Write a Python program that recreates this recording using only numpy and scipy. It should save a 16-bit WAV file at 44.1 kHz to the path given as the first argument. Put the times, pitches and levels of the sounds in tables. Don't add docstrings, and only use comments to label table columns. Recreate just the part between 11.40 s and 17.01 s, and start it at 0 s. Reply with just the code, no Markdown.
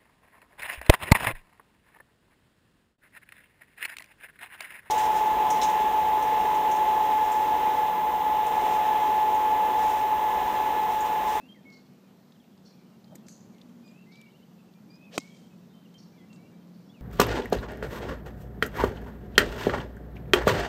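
import sys
import numpy as np
from scipy import signal
from scipy.io import wavfile
from scipy.ndimage import uniform_filter1d

SR = 44100
rng = np.random.default_rng(int(sys.argv[2]) if len(sys.argv) > 2 else 0)


def put_to_file(sound):
    columns = np.atleast_2d(sound).T
    safe = np.clip(columns, -1, 1)
    whole_steps = np.round(safe * 32767)
    wavfile.write(sys.argv[1], SR, whole_steps.astype(np.int16))


def boost_factor(decibels):
    exponent = np.asarray(decibels, float) / 20
    return 10 ** exponent


N = 247401


def evened(x):
    return x / np.sqrt(np.mean(x ** 2) + 1e-20)


def add(mix, start_s, sound):
    part = mix[round(start_s * SR):][:len(sound)]
    part += sound[:len(part)]


def unroll(rows):
    s, *columns = np.transpose(rows)
    t = np.arange(s[0], s[-1], 1 / SR)
    return t, [np.interp(t, s, c) for c in columns]


def band(x, low_hz, high_hz):
    edges_hz = np.clip([low_hz, max(high_hz, 1.1 * low_hz)], 30, SR / 2 - 500)
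    return signal.sosfilt(signal.butter(2, edges_hz, "bandpass", fs=SR, output="sos"), x)


def resonate(x, hz, width_hz):
    turn = np.exp(2j * np.pi * np.cumsum(hz * np.ones(len(x))) / SR)
    r = np.exp(-np.pi * width_hz / SR)
    return 2 * (turn * signal.lfilter([1 - r], [1, -r], x / turn)).real


def burst(rise_s, t60_s):
    t = np.arange(round((rise_s + t60_s) * SR)) / SR
    return np.minimum(t / rise_s, 1) * boost_factor(-60 * np.maximum(t - rise_s, 0) / t60_s)


# start_s, signed_peak, width_s
BLOWS = [(3.7789, -.15, .00008), (3.77933, .13, .00006), (3.78047, -.21, .0001), (3.7813, -.07, .00008)]
# start_s, pitch_hz, level_db, t60_s, sign
THUD = [
    (3.7769, 700, -29, .012, -1),
    (3.779, 350, -20.5, .022, 1),
    (3.7791, 210, -30, .04, 1),
    (3.78037, 2400, -19, .005, -1),
    (3.7864, 270, -29, .035, -1),
]
# pitch_hz, level_db, t60_s
STRIKE_TONES = [(1105, 3.5, 0.018), (2130, -4, 0.019), (2550, 0.5, 0.016), (3200, -2.5, 0.017),
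                (3870, -3.5, 0.014), (4570, -3, 0.01), (4730, -6, .01)]


def strike():
    out, t = np.zeros(N), np.arange(6000) / SR
    for s, peak, width_s in BLOWS:
        add(out, s - .001, peak * np.exp(-.5 * ((t[:100] - .001) / width_s) ** 2))
    for s, hz, db, t60_s, sign in THUD:
        add(out, s, np.sign(sign) * boost_factor(db - 60 * t / t60_s) * np.sin(2 * np.pi * hz * t))
    for hz, db, t60_s in STRIKE_TONES:
        add(out, BLOWS[1][0], boost_factor(-25.5 + db - 60 * t / t60_s) * np.sin(2 * np.pi * hz * t))
    return out


# low_hz, high_hz, level_db, t60_s
CRACK = [
    (3600, 5000, -32.5, 0.024),
    (6000, 8800, -26.5, 0.025),
    (11800, 16400, -38, .014),
]
# start_s, level_db, centre_hz
CLODS = [(3.787, -41, 7200), (3.7898, -49, 6600), (3.799, -47, 4900), (3.8054, -43.5, 4800),
         (3.875, -62, 3900), (3.905, -61, 4500), (3.946, -62, 4600), (3.969, -59, 3900)]
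# start_s, level_db, rise_s, t60_s, centre_hz
SHOWERS = [
    (3.79, -60, 0.012, 1.0, 4250),
    (3.812, -63, 0.0088, 0.21, 4600),
    (3.901, -66, 0.065, 0.79, 4530),
]


def spray():
    contact_s, clod_spread, shower_spread = 3.7785, 1.33, 1.75
    crack = [(contact_s, db, .001, t60_s, low_hz, high_hz) for low_hz, high_hz, db, t60_s in CRACK]
    clods = [(s, db, .0015, 0.016, hz / clod_spread, hz * clod_spread) for s, db, hz in CLODS]
    showers = [(*row, hz / shower_spread, hz * shower_spread) for *row, hz in SHOWERS]
    return crack + clods + showers


def rustle(puffs):
    out = np.zeros(N)
    noise, clumps = rng.standard_normal((2, len(puffs), 2 * SR))
    for (s, db, rise_s, t60_s, low_hz, high_hz), n, c in zip(puffs, noise, clumps):
        shape = burst(rise_s, t60_s)[:2 * SR]
        grain = n * boost_factor(2.1 * evened(uniform_filter1d(c, size=130)))
        add(out, s, boost_factor(db) * shape * evened(band(grain, low_hz, high_hz))[:len(shape)])
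    return out


# start_s, length_s, hiss_db, tone_db, tone_hz
SWINGS = [
    (3.71, .068, -46, -44, 590),
    (1.68, .09, -80, -53.5, 650),
]


def swings():
    out = np.zeros(N)
    for row in SWINGS:
        add(out, row[0], swish(downswing(*row)))
    return out


def downswing(start_s, length_s, hiss_db, tone_db, tone_hz):
    u = np.linspace(0, 1, 40)
    hiss_at, tone_at = 0.75, 0.58
    away, past = (np.where(u < at, 1 - u / at, (u - at) / (1 - at)) for at in (hiss_at, tone_at))
    hiss = hiss_db - np.where(u < hiss_at, 24, 20) * away ** 2.46
    tone = tone_db - np.where(u < tone_at, 20, 9) * past
    slow_hz, fast_hz = 1900, 6200
    hiss_hz = slow_hz * (fast_hz / slow_hz) ** u ** 1.16
    return np.transpose([start_s + length_s * u, hiss, hiss_hz, tone, tone_hz * (1 - .33 * past)])


def swish(rows):
    t, (hiss_db, hiss_hz, tone_db, tone_hz) = unroll(rows)
    a, b = rng.standard_normal((2, len(t)))
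    hiss = evened(resonate(resonate(a, hiss_hz, 3700), hiss_hz, 5100))
    tone = evened(resonate(resonate(b, tone_hz, 220), tone_hz, 230))
    return boost_factor(hiss_db) * hiss + boost_factor(tone_db) * tone


# start_s, peak_db, rise_s, treble_tilt_db_per_octave, thud_db
FAR_HITS = [
    (1.7512, -47, 0.0043, 4, -41.5),
    (1.884, -46, 0.00037, -0.5, -71),
]


def far_hits():
    out = np.zeros(N)
    for s, db, rise_s, tilt_db, thud_db in FAR_HITS:
        shape, n = burst(rise_s, 0.012 + 5.7 * rise_s), rng.standard_normal(8000)
        octaves = [evened(band(n, 1550 * 2 ** k, 3100 * 2 ** k)) for k in range(3)]
        crack = sum(boost_factor(tilt_db * k) * octave for k, octave in enumerate(octaves))
        add(out, s, boost_factor(db) * shape * evened(crack)[:len(shape)])
        add(out, s, boost_factor(thud_db) * shape * np.sin(2 * np.pi * 300 * np.arange(len(shape)) / SR))
    return out


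# start_s, level_db, t60_s, low_hz, high_hz
SNAPS = [(1.755, -47, 0.026, 6200, 7550), (1.8652, -56, 0.064, 4200, 7200),
         (1.8833, -44.5, 0.022, 4500, 7500), (2.8135, -51, 0.01, 5500, 12000),
         (4.5407, -58, .031, 2500, 7500), (4.927, -62, 0.14, 6481, 8400)]
# centre_hz, level_db, t60_s
SCUFF_RINGS = [(4500, -64, 0.69), (6430, -56, 0.66), (8020, -65, 0.41), (10700, -63, .3)]


def scuffs():
    scuff_s, rise_s, spread = 1.884, 0.009, 1.094
    snaps = [(s, db, 0.06 * t60_s, t60_s, low_hz, high_hz) for s, db, t60_s, low_hz, high_hz in SNAPS]
    rings = [(scuff_s, db, rise_s, t60_s, hz / spread, hz * spread) for hz, db, t60_s in SCUFF_RINGS]
    return snaps + rings


# start_s, peak_db, centre_hz, bright_edge_db
TICKS = [(0.3017, -56, 4600, -10), (0.921, -55, 3700, -13), (1.041, -61, 2850, -16),
         (1.177, -59, 4300, -10), (1.6434, -56.5, 4060, -12), (1.6794, -63, 4100, -10),
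         (1.7824, -62, 3730, -8), (2.146, -61, 4030, -10), (2.1825, -56, 3070, -10),
         (2.2146, -48, 3750, -12), (2.293, -59, 2830, -10), (2.4768, -59, 3600, -10),
         (2.756, -56, 3360, -6), (2.8138, -54.5, 3050, -4), (3.3372, -58.5, 4040, -12),
         (3.555, -60, 4990, -5), (4.9287, -57.5, 4040, -1), (4.9594, -60.5, 4460, -5)]


def ticks():
    out, width_hz = np.zeros(N), 1100
    noise = rng.standard_normal((len(TICKS), 4000))
    for (s, db, hz, edge_db), n in zip(TICKS, noise):
        shape = burst(0.0023, 0.02)[:4000]
        pitch = evened(resonate(resonate(n, hz, width_hz), hz, width_hz))
        snap = pitch + boost_factor(edge_db) * evened(band(n, 2400, 7700))
        add(out, s - .001, boost_factor(db - 1.5) * shape * snap[:len(shape)])
    return out


def mic_port(x):
    x = signal.sosfilt(signal.butter(2, 104, "highpass", fs=SR, output="sos"), x)
    return x - 0.67 * resonate(x, hz=10000, width_hz=2300)


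# start_s, length_s, level_db, first_hz, last_hz
ARCHES = [
    (2.533, .114, -64, 2410, 2680),
    (2.711, 0.19, -61, 2220, 2188),
    (3.607, .094, -60, 2490, 2417),
]


def arches():
    u = np.linspace(0, 1, 12)
    bow = 4 * u * (1 - u)
    return [np.transpose([s + length_s * u, first_hz + (last_hz - first_hz) * u + 125.4 * bow,
                          db - 4.5 * (1 - bow)])
            for s, length_s, db, first_hz, last_hz in ARCHES]


# start_s, length_s, level_db, first_hz, last_hz
FALLS = [(0.144, 0.057, -66, 2245, 1766), (.945, .023, -71.5, 3670, 3020), (1.0, 0.042, -73, 3400, 2900),
         (4.445, 0.025, -65.5, 3200, 2760), (4.775, .03, -67, 2220, 2020),
         (4.782, 0.041, -67.5, 3500, 3260), (5.536, 0.075, -67, 3050, 2230)]


def falls():
    u = np.linspace(0, 1, 10)
    return [np.transpose([s + length_s * u, last_hz + (first_hz - last_hz) * (1 - u) ** 1.5, db - 7 * u])
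            for s, length_s, db, first_hz, last_hz in FALLS]


def warble(count=3):
    low_hz, high_hz, db = 2750, 3040, -73
    starts_s = 2.861 + .0625 * np.arange(count)
    return [[(s, low_hz, db), (s + 0.029, 1.015 * low_hz, db - 1),
             (s + .04, high_hz, db + 0.5), (s + .055, high_hz, db - 1.5)] for s in starts_s]


def held(table, attack_s, release_s, fade_db):
    onset_db, notes = -9.5, []
    for s, length_s, db, first_hz, last_hz in table:
        opened_s = s + min(attack_s, length_s / 3)
        closing_s = s + length_s - min(release_s, length_s / 3)
        notes.append([(s, first_hz, db + onset_db), (opened_s, first_hz, db),
                      (closing_s, last_hz, db + fade_db),
                      (s + length_s, last_hz, db + fade_db + onset_db)])
    return notes


def whistles(notes, trills=(), flutter_db=0.5):
    out = np.zeros(N)
    for rows in notes:
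        t, (hz, db) = unroll(rows)
        edge = np.clip(np.minimum(t - t[0], t[-1] - t) / 0.0014, 0, 1)
        waver = 1 + 0.0045 * evened(uniform_filter1d(rng.standard_normal(len(t)), size=300))
        flutter = flutter_db * evened(uniform_filter1d(rng.standard_normal(len(t)), size=350))
        tone = np.sin(2 * np.pi * np.cumsum(hz * waver) / SR)
        add(out, t[0], np.sqrt(2) * boost_factor(db + flutter) * edge * tone)
    for start_s, end_s, beat_hz, depth in trills:
        t = np.arange(start_s, end_s, 1 / SR)
        beat = 1 - np.clip(depth, 0, 1) * np.cos(np.pi * beat_hz * (t - start_s)) ** 4
        at = round(start_s * SR)
        out[at:at + len(t)] *= 1.21 * beat
    return out


# start_s, length_s, level_db, first_hz, last_hz
NEAR_NOTES = [(0, 0.081, -63.5, 2590, 2810), (.25, .125, -56.5, 2192, 2158),
              (2.432, 0.1, -67.5, 2473, 2400), (2.66, 0.063, -66, 2050, 2140),
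              (3.342, 0.047, -72.5, 2390, 2400), (3.49, .12, -68, 2380, 2520),
              (3.788, .062, -57, 2160, 2196), (4.72, 0.058, -74, 2340, 2350), (4.8, .058, -67, 2010, 2060),
              (4.975, .1, -72, 2250, 2350), (5.12, .04, -73, 2310, 2325)]
# start_s, length_s, level_db, first_hz, last_hz
DYING = [(3.847, 0.138, -60, 2255, 2290), (3.9, 0.12, -63.5, 3280, 3120), (4.335, .13, -68, 3110, 3070)]
# start_s, end_s, beat_hz, depth_0_to_1
TRILLS = [(0, .085, 96, 0.66), (2.538, 2.65, 62, 1), (2.767, 2.93, 62, 0.83), (3.607, 3.7, 72, .9),
          (3.847, 3.99, 45.6, 1)]
# start_s, length_s,
# level_db, first_hz, last_hz
FLUTTERING_NOTES = [(.08, 0.067, -60, 3157, 3215), (.452, .028, -74, 3300, 3400), (1.52, .048, -75, 2780, 2790),
                    (1.7, 0.07, -75, 3180, 3020), (2.442, .072, -70.5, 4890, 4870), (3.28, .03, -76, 2670, 2640),
                    (3.425, .045, -83, 3495, 3510), (3.497, 0.087, -66.5, 4760, 5030),
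                    (3.63, .035, -71, 3430, 3520), (4.02, .07, -74, 3120, 3220), (4.1, .065, -74.5, 2590, 2510),
                    (4.54, .044, -60.5, 3130, 3155), (4.89, 0.095, -67.5, 2740, 2684),
                    (5.03, 0.073, -72, 2680, 2840), (5.21, 0.03, -73, 3170, 3080), (5.45, 0.065, -77, 5490, 5470),
                    (5.49, .045, -68, 3350, 3530)]


def song():
    near = arches() + held(NEAR_NOTES, 0.014, .006, fade_db=-1.5) + held(DYING, 0.0054, .015, fade_db=-10)
    far = held(FLUTTERING_NOTES, 0.0097, 0.011, fade_db=-1.5) + falls() + warble()
    return whistles(near, TRILLS) + whistles(far, flutter_db=3.5)


# start_s, peak_db, start_hz, end_hz
CHIPS = [(0.317, -58.5, 7030, 3720), (1.25, -59, 7230, 3750), (2.456, -70, 8200, 6900),
         (2.7143, -59.5, 6330, 3380), (4.577, -59, 7100, 3870), (5.334, -70.5, 6500, 3750)]
BEAK_HZ = (4500, 5550, 6500)


def chips():
    out = np.zeros(N)
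    for s, db, start_hz, end_hz in CHIPS:
        u = np.linspace(0, 1, round(.013 * SR))
        hz = start_hz * (end_hz / start_hz) ** (u ** .7 + 0.015 * np.sin(4 * np.pi * u))
        add(out, s, boost_factor(db) * np.sin(np.pi * u) * np.sin(2 * np.pi * np.cumsum(hz) / SR))
    out *= 1 + 0.74 * evened(uniform_filter1d(rng.standard_normal(N), size=20))
    return 0.5 * out + 0.5 * sum(resonate(out, hz, 690) for hz in BEAK_HZ)


# low_hz, high_hz
CHORUS_HZ = (2300, 3700)


def chorus(count=70):
    notes, (low_hz, high_hz) = [], CHORUS_HZ
    for when, pitch, glide, length, size in rng.random((count, 5)):
        s = when * (N / SR - .2)
        hz = low_hz * (high_hz / low_hz) ** pitch
        db = -86 + 6 * (size - .5)
        notes.append([(s, hz, db), (s + .015 + .04 * length, hz * (.75 + .4 * glide), db - 3)])
    return whistles(notes, flutter_db=10.0)


def wood(x):
    t = np.arange(SR) / SR
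    sizes = rng.standard_normal(len(t)) * boost_factor(1.25 * rng.exponential(1, len(t)))
    fade = boost_factor(-60 * t / 0.47) + boost_factor(-21 - 60 * t / 1.2)
    hits = rng.random(len(t)) < 1800 / SR
    taps = sizes * hits * fade * (t > .003)
    return signal.fftconvolve(x, taps / np.linalg.norm(taps))[:N]


# time_s, rumble_db
TRAFFIC = [(0.0, -56.5), (0.94, -57.5), (1.55, -56.5), (1.86, -53), (2.47, -56.5), (2.91, -58),
           (3.97, -55.5), (4.66, -56), (4.98, -53), (5.61, -54.5)]


def rumble_db(s):
    return np.interp(s, *np.transpose(TRAFFIC))


def engine(first_hz, idle_hz, settle_s, over_rumble_db, grow_db_per_s, rev=0):
    s = np.linspace(0, N / SR, 120)
    bump = rev * np.exp(-.5 * ((s - 2.33) / 0.1307) ** 2)
    hz = idle_hz + (first_hz - idle_hz) * np.exp(-s / settle_s) + 22.03 * bump
    db = rumble_db(s) + over_rumble_db + grow_db_per_s * s + 8.5 * bump
    return np.transpose([s, hz, db])


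def drone(rows, width_hz, blur):
    t, (hz, db) = unroll(rows)
    fuzz = evened(resonate(rng.standard_normal(len(t)), hz, width_hz))
    note = np.sqrt(2) * np.sin(2 * np.pi * np.cumsum(hz) / SR)
    return np.pad(boost_factor(db) * evened(note + blur * fuzz), (0, N))[:N]


# pitch_hz, level_db_per_hz
AIR = [(25, -64), (69, -45), (125, -14), (187, -1), (252, -8.5), (347, -14), (627, -20.5), (1300, -29),
       (2340, -35.5), (4220, -36), (7000, -41), (9900, -49), (12500, -42), (15300, -42)]


def air():
    frames, hz = N // 256 + 5, np.fft.rfftfreq(1024, 1 / SR)
    a, b, patches_db = rng.standard_normal((frames, 513, 3)).T
    patches_db = evened(uniform_filter1d(uniform_filter1d(patches_db, 12, 0), 14, 1))
    air_hz, air_db = np.transpose(AIR)
    swell_db = rumble_db(np.arange(frames) * 256 / SR) + 56
    field_db = np.interp(np.log(hz + 1), np.log(air_hz), air_db)[:, None] + patches_db
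    field_db = field_db + swell_db / (1 + (hz[:, None] / 600) ** 2)
    calm = signal.istft((a + 1j * b) * boost_factor(field_db - swell_db), nperseg=1024, noverlap=768)[1]
    wash = signal.istft((a + 1j * b) * boost_factor(field_db), nperseg=1024, noverlap=768)[1][:N]
    return boost_factor(-55.5) * wash / np.sqrt(np.mean(calm ** 2))


def scene():
    near = strike() + rustle(spray()) + swings() + far_hits() + rustle(scuffs()) + ticks()
    whistled, chip = song(), chips()
    birds = whistled + 0.7 * chip + wood(boost_factor(-12) * whistled + boost_factor(8.5) * chip + chorus())
    first = engine(first_hz=205, idle_hz=175, settle_s=1.41, over_rumble_db=-5.5, grow_db_per_s=0.96)
    second = engine(first_hz=261, idle_hz=211, settle_s=1.2, over_rumble_db=-5, grow_db_per_s=0.16, rev=0.98)
    ground = air() + drone(first, width_hz=13.0, blur=0.42) + drone(second, width_hz=12.0, blur=3.0)
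    return (ground + birds + mic_port(near))[None]


def roll_off(x):
    return signal.sosfilt(signal.butter(12, 15470, fs=SR, output="sos"), x)


def record(dry):
    edge = signal.firwin(301, 15350, window=("kaiser", 8), fs=SR)
    mix = signal.oaconvolve(dry, edge[None], "same")
    return roll_off(mix)


dry = scene()
out = record(dry)
put_to_file(out)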